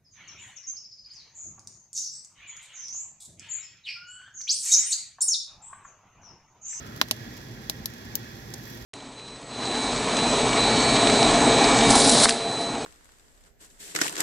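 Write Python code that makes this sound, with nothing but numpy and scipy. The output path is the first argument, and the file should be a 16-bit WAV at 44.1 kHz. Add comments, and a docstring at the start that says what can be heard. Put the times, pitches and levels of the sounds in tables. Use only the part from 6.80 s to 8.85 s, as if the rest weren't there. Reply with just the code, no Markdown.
"""Logs burn in a domed brick oven outdoors, heard from just outside its mouth.
Throughout, air hisses, flames rumble in the dome and embers tick. At first gas escapes from a log,
until steam splits the wood with a sharp pop at 0.2 s. Five more pops follow by 1.75 s; each rings
briefly off the bricks with a falling echo. Sizzling sap swells at the first pop, sinks, and is
loudest near the end. The left microphone is bright, the right stronger in the upper mids."""
import sys
import numpy as np
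from scipy import signal
from scipy.fft import rfft, irfft
from scipy.io import wavfile
from scipy.ndimage import uniform_filter1d

SR = 44100
rng = np.random.default_rng(int(sys.argv[2]) if len(sys.argv) > 2 else 0)


def persist_wave(psi):
    """Save psi, clipped to +-1, as 16-bit WAV."""
    counts = np.round(np.clip(psi, -1, 1) * 32767).astype(np.int16)
    wavfile.write(sys.argv[1], SR, np.atleast_2d(counts).T)


N = 90404

# steam pops: start_s, right_lag_ms, length_ms, level_db, then colour_db per band
POPS = [(0.214, 0.14, 0.91, 11, -2, 0.5, -6.5, 5, 9, 1.5, 4, -5.5, -5.5, -9.5, -20),
        (0.3113, 0.24, 0.78, 6, 1.5, -4.5, 1, -1, -2.5, 3, 3.5, -1, 5.5, -3, -22),
        (0.8972, 0.28, 0.84, 3.5, 3.5, -5, -4, -9.5, -5, -7, 1.5, -1.5, 1, -3, -8),
        (1.0574, 0.26, 0.99, -2, -14, -21, -9, -12, -4, -11, 4, -1.5, 7, 4.5, -8),
        (1.3542, 0.087, 0.58, -1.5, -8, -17, -18, -11, -15, -4.5, -2.5, 3, 5, 2, 10),
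        (1.7377, 0.28, 3.4, -8, -19, -1, -4, -6, -3, -17, -3.5, 1.5, 6.5, -7, -11)]
# air modes of the dome: pitch_hz, width_hz, flame_lift_db, ring_db
DOME_MODES = [(118.8, 7, 10.5, -18), (237.5, 48, 5.5, 0.5), (346.7, 14, 5.5, -21), (618, 24, 0, 7),
              (788, 45, 5.5, 3.5), (1054, 110, 2.5, 4)]


def amp(db):
    """Decibels to gain."""
    return 10 ** (np.asarray(db) / 20)


def curve_at(points, hz):
    """Interpolate a table over log frequency."""
    points_hz, values = np.transpose(points)
    return np.interp(np.log(hz + 1), np.log(points_hz + 1), values)


def envelope(points):
    """Gain per sample from rows of time_s, level_db."""
    return amp(np.interp(np.arange(N) / SR, *np.transpose(points)))


def add(mix, start_s, sound):
    """Mix in a stereo sound."""
    part = mix[:, max(round(start_s * SR), 0):][:, :sound.shape[1]]
    part += sound[:, :part.shape[1]]


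def colour(x, points, size=2048):
    """Minimum-phase filter from rows of freq_hz, gain_db."""
    log_gain = np.log(amp(curve_at(points, abs(np.fft.fftfreq(size, 1 / SR)))))
    taps = np.fft.ifft(np.exp(np.conj(signal.hilbert(log_gain)))).real
    return signal.fftconvolve(x, taps[None, :size // 2], axes=1)[:, :x.shape[1]]


def flutter(depth_db, scale_s):
    """Randomly wandering gain."""
    hz = np.fft.rfftfreq(N, 1 / SR)
    drift = irfft(rfft(rng.standard_normal(N)) / (1 + (hz * 2 * scale_s) ** 4), N)
    return amp(depth_db * drift / drift.std())


def noise(spectrum, peaks=(), right_lag_ms=0.4895):
    """Partly coherent stereo noise with resonances."""
    # likeness of left and right: freq_hz, coherence
    likeness = [(100, 1), (260, 0.91), (500, 0.71), (850, 1), (1400, 0.75), (3300, 0.41), (5000, 0.17),
                (12000, 0.46)]
    hz = np.fft.rfftfreq(N, 1 / SR)
    left, other = rfft(rng.standard_normal((2, N)))
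    coherence = np.clip(curve_at(likeness, hz), 0, 1)
    right = coherence * left + np.sqrt(1 - coherence ** 2) * other
    right *= np.exp(-2j * np.pi * hz * right_lag_ms / 1000)
    lift_db = sum(db / (1 + (2 * (hz - pitch_hz) / width_hz) ** 2)
                  for pitch_hz, width_hz, db, *_ in peaks)
    gain = amp(curve_at(spectrum, hz) + lift_db)
    return irfft(np.array([left, right]) * gain, N) * np.sqrt(SR / 2)


def hiss():
    """Even rush of air with a few narrow resonances."""
    # air: freq_hz, density_db
    spectrum = [(100, -100), (700, -85), (1300, -84.5), (2200, -85.5), (3000, -94), (4200, -91),
                (6000, -93.5), (8000, -95.5), (12000, -99), (16000, -100)]
    # resonances: pitch_hz, width_hz, lift_db
    peaks = [(1391, 24, 6.1), (1672, 200, 8.6), (1891, 91, 10.4), (2526, 89, 1.9), (3358, 160, 11.2)]
    return noise(spectrum, peaks) * flutter(depth_db=1.03, scale_s=0.15)


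def flames():
    """Surging rumble, lifted at the air modes of the dome."""
    # rumble: freq_hz, density_db
    spectrum = [(20, -105), (36, -80.5), (55, -68.5), (78, -75), (105, -67), (170, -70.5), (260, -73),
                (420, -75.5), (600, -83.5), (1000, -86.5), (3000, -108)]
    # flame surges: time_s, level_db
    surge = [(0, -0.5), (.15, 2), (.36, -2.5), (.43, 2.5), (.52, -0.5), (.64, 0.5), (.75, 1.5), (.86, -1),
             (.94, 0), (1.02, 2), (1.1, -2), (1.27, 1.5), (1.38, 2.5), (1.5, -1), (1.63, -0.5), (1.74, 1),
             (1.84, 0.5), (2.05, 0)]
    rumble = noise(spectrum, DOME_MODES, right_lag_ms=0.28)
    return rumble * envelope(surge) * flutter(depth_db=0.47, scale_s=0.019)


def sizzle():
    """Sap boils out of the logs in a fine sputter."""
    # sap: freq_hz, density_db
    spectrum = [(1000, -120), (5000, -102), (9000, -101), (13000, -99), (16000, -102)]
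    # swells: time_s, level_db
    swell = [(0, -22), (.2, 2), (.4, -16), (.62, -18), (.87, -30), (1.1, -14), (1.25, -13), (1.6, -2),
             (1.76, 2.5), (1.9, 9), (2.05, 1.5)]
    return noise(spectrum) * envelope(swell) * flutter(depth_db=2.5, scale_s=0.0046)


def gas_jet(fade_s=0.036):
    """Hollow hiss of gas leaving a log until the first pop splits it."""
    # gas: freq_hz, density_db
    spectrum = [(300, -105), (600, -79), (1130, -90), (1290, -72), (1530, -78.5), (1700, -80), (2200, -89),
                (4000, -100), (8000, -115)]
    since_pop_s = np.arange(N) / SR - POPS[0][0]
    return noise(spectrum) * np.clip(1 - since_pop_s / fade_s, 0, 1)


def crack(length_ms, right_lag_ms, size=1024):
    """Fibres snap and steam pushes out: a burst of even spectrum and unit energy."""
    steam_push, shared_below_hz = 1, 2920
    hz = np.fft.rfftfreq(size, 1 / SR)
    age = np.arange(size) / SR * 1000 / length_ms
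    fibres = rng.standard_normal((2, size))
    left, other = rfft((fibres + steam_push) * age * np.exp(-2 * age))
    coherence = 1 / (1 + (hz / shared_below_hz) ** 4)
    spectra = np.array([left, coherence * left + np.sqrt(1 - coherence ** 2) * other])
    for _ in range(4):  # flatten the spectrum, keep the burst short
        power = abs(uniform_filter1d(abs(spectra) ** 2, 13, axis=1))
        burst = irfft(spectra / np.sqrt(power + 1e-12)) * np.exp(-(age / 5) ** 4)
        spectra = rfft(burst)
    burst[1] = np.pad(burst[1], (round(right_lag_ms * SR / 1000), 0))[:size]
    return burst / np.linalg.norm(burst, axis=1, keepdims=True)


def ticks(length_ms=1.57, right_lag_ms=0.877, crackle_per_s=98, variants=12):
    """Small snaps in the embers over a random, fainter crackle."""
    # snaps: start_s, level_db
    snaps = [(0.065, -17.5), (.073, -20), (0.161, -13.5), (0.165, -18), (0.175, -17), (0.2842, -11.5),
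             (0.3643, -16.5), (0.5678, -16), (0.575, -15), (.684, -22.5), (0.964, -25), (1.1005, -19),
             (1.1366, -16), (1.1824, -21.5), (1.2523, -20), (1.703, -18), (1.8539, -16), (1.973, -16),
             (2.023, -17)]
    # tick colour: freq_hz, gain_db
    tone = [(200, 3.5), (1500, -7), (3500, -7.5), (6000, -6.5), (9000, -2), (15000, -10)]
    out = np.zeros((2, N))
    for start_s, level_db in snaps:
        add(out, start_s, amp(level_db) * crack(length_ms, right_lag_ms))
    crackle_db = -28.5 + np.minimum(rng.exponential(1, N), 3.5)
    impulses = amp(crackle_db) * (rng.random(N) < crackle_per_s / SR)
    variant = rng.integers(0, variants, N)
    for k in range(variants):
        burst = crack(length_ms / 2, right_lag_ms)
        out += signal.oaconvolve((impulses * (variant == k))[None], burst, axes=1)[:, :N]
    return colour(out, tone)


def pops():
    """Pockets of steam split the wood, each with its own colour and little bass."""
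    # colour bands of POPS: freq_hz
    bands_hz = [250, 420, 700, 1100, 1700, 2700, 3900, 6300, 10000, 12500, 15000]
    # stereo balance: freq_hz, left_minus_right_db
    lean = [(300, -0.5), (1000, 2), (2000, 10.5), (2600, 7), (3800, -3), (6500, 3.5), (10000, -4),
            (14000, 9)]
    out = np.zeros((2, N))
    for start_s, right_lag_ms, length_ms, level_db, *colour_db in POPS:
        tone = [(60, colour_db[0] - 20), *zip(bands_hz, colour_db)]
        burst = np.pad(crack(length_ms, right_lag_ms), ((0, 0), (0, SR // 50)))
        add(out, start_s, amp(level_db) * colour(burst, tone))
    lean_db = curve_at(lean, np.fft.rfftfreq(N, 1 / SR))
    return irfft(rfft(out) * amp([lean_db / 2, -lean_db / 2]), N)


def oven(x):
    """Direct sound, brick reflections, and the ring and falling echo of the dome."""
    # early reflections: freq_hz, gain_db
    early = [(300, -23), (800, 2), (2000, -2.5), (6000, 2), (12000, 5)]
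    # late reflections: freq_hz, gain_db
    late = [(300, 0), (2000, 0), (6000, 0.65), (12000, 2.4)]
    t = np.arange(SR // 4) / SR
    response = np.zeros((2, len(t)))
    for level_db, t60_s, tone in [(-11.5, 0.027, early), (-16, 0.089, late)]:
        tail = rng.standard_normal(response.shape) * 10 ** (-3 * t / t60_s) * (t > 0.0012)
        response += amp(level_db) * colour(tail / np.linalg.norm(tail, axis=1, keepdims=True), tone)
    for pitch_hz, width_hz, _, ring_db in DOME_MODES:
        ring = np.exp(-np.pi * width_hz * t) * np.cos(2 * np.pi * pitch_hz * t)
        response += amp(ring_db) * 2 * np.pi * width_hz / SR * ring
    # the low vault delays deep tones most, so its echo falls in pitch
    start_hz, end_hz, fall_s, swell_s, echo_db = 1400, 530, 0.007, 0.005, -19.5
    echo_hz = end_hz + (start_hz - end_hz) * np.exp(-t / fall_s)
    echo = t * np.exp(-t / swell_s) * np.sin(2 * np.pi * np.cumsum(echo_hz) / SR)
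    response -= amp(echo_db) * echo / np.linalg.norm(echo)
    response[:, 0] += 1  # direct sound
    return signal.fftconvolve(x, response, axes=1)[:, :N]


def scene():
    """Pops and ticks ring in the oven over the noise of the fire."""
    return oven(pops() + ticks()) + flames() + hiss() + sizzle() + gas_jet()


def record(dry, low_cut_hz=40, high_cut_hz=16000):
    """Microphone colour, low cut, full-scale clipping, band limit."""
    # left microphone: freq_hz, gain_db
    left_mic = [(60, 0.5), (600, -2), (1000, -4.5), (1900, -7), (2700, 2), (4100, -3), (5500, 0), (6900, 3),
                (9000, -16), (10500, -5.5), (12500, 5.5), (15500, -2)]
    # right microphone: freq_hz, gain_db
    right_mic = [(60, 2.5), (600, -1.5), (1000, -1), (1900, 0.5), (2600, 3), (3700, 4.5), (5700, 7.5),
                 (7000, -0.5), (8300, -10), (10700, -6.5), (13000, -9), (16000, -25)]
    pair = np.vstack([colour(dry[:1], left_mic), colour(dry[1:], right_mic)])
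    pair = signal.sosfilt(signal.butter(4, low_cut_hz, "high", fs=SR, output="sos"), pair)
    low_pass = signal.firwin(301, high_cut_hz, window=("kaiser", 9), fs=SR)
    return signal.oaconvolve(np.clip(pair, -1, 1), low_pass[None], "same")


dry = scene()
out = record(dry)
persist_wave(out)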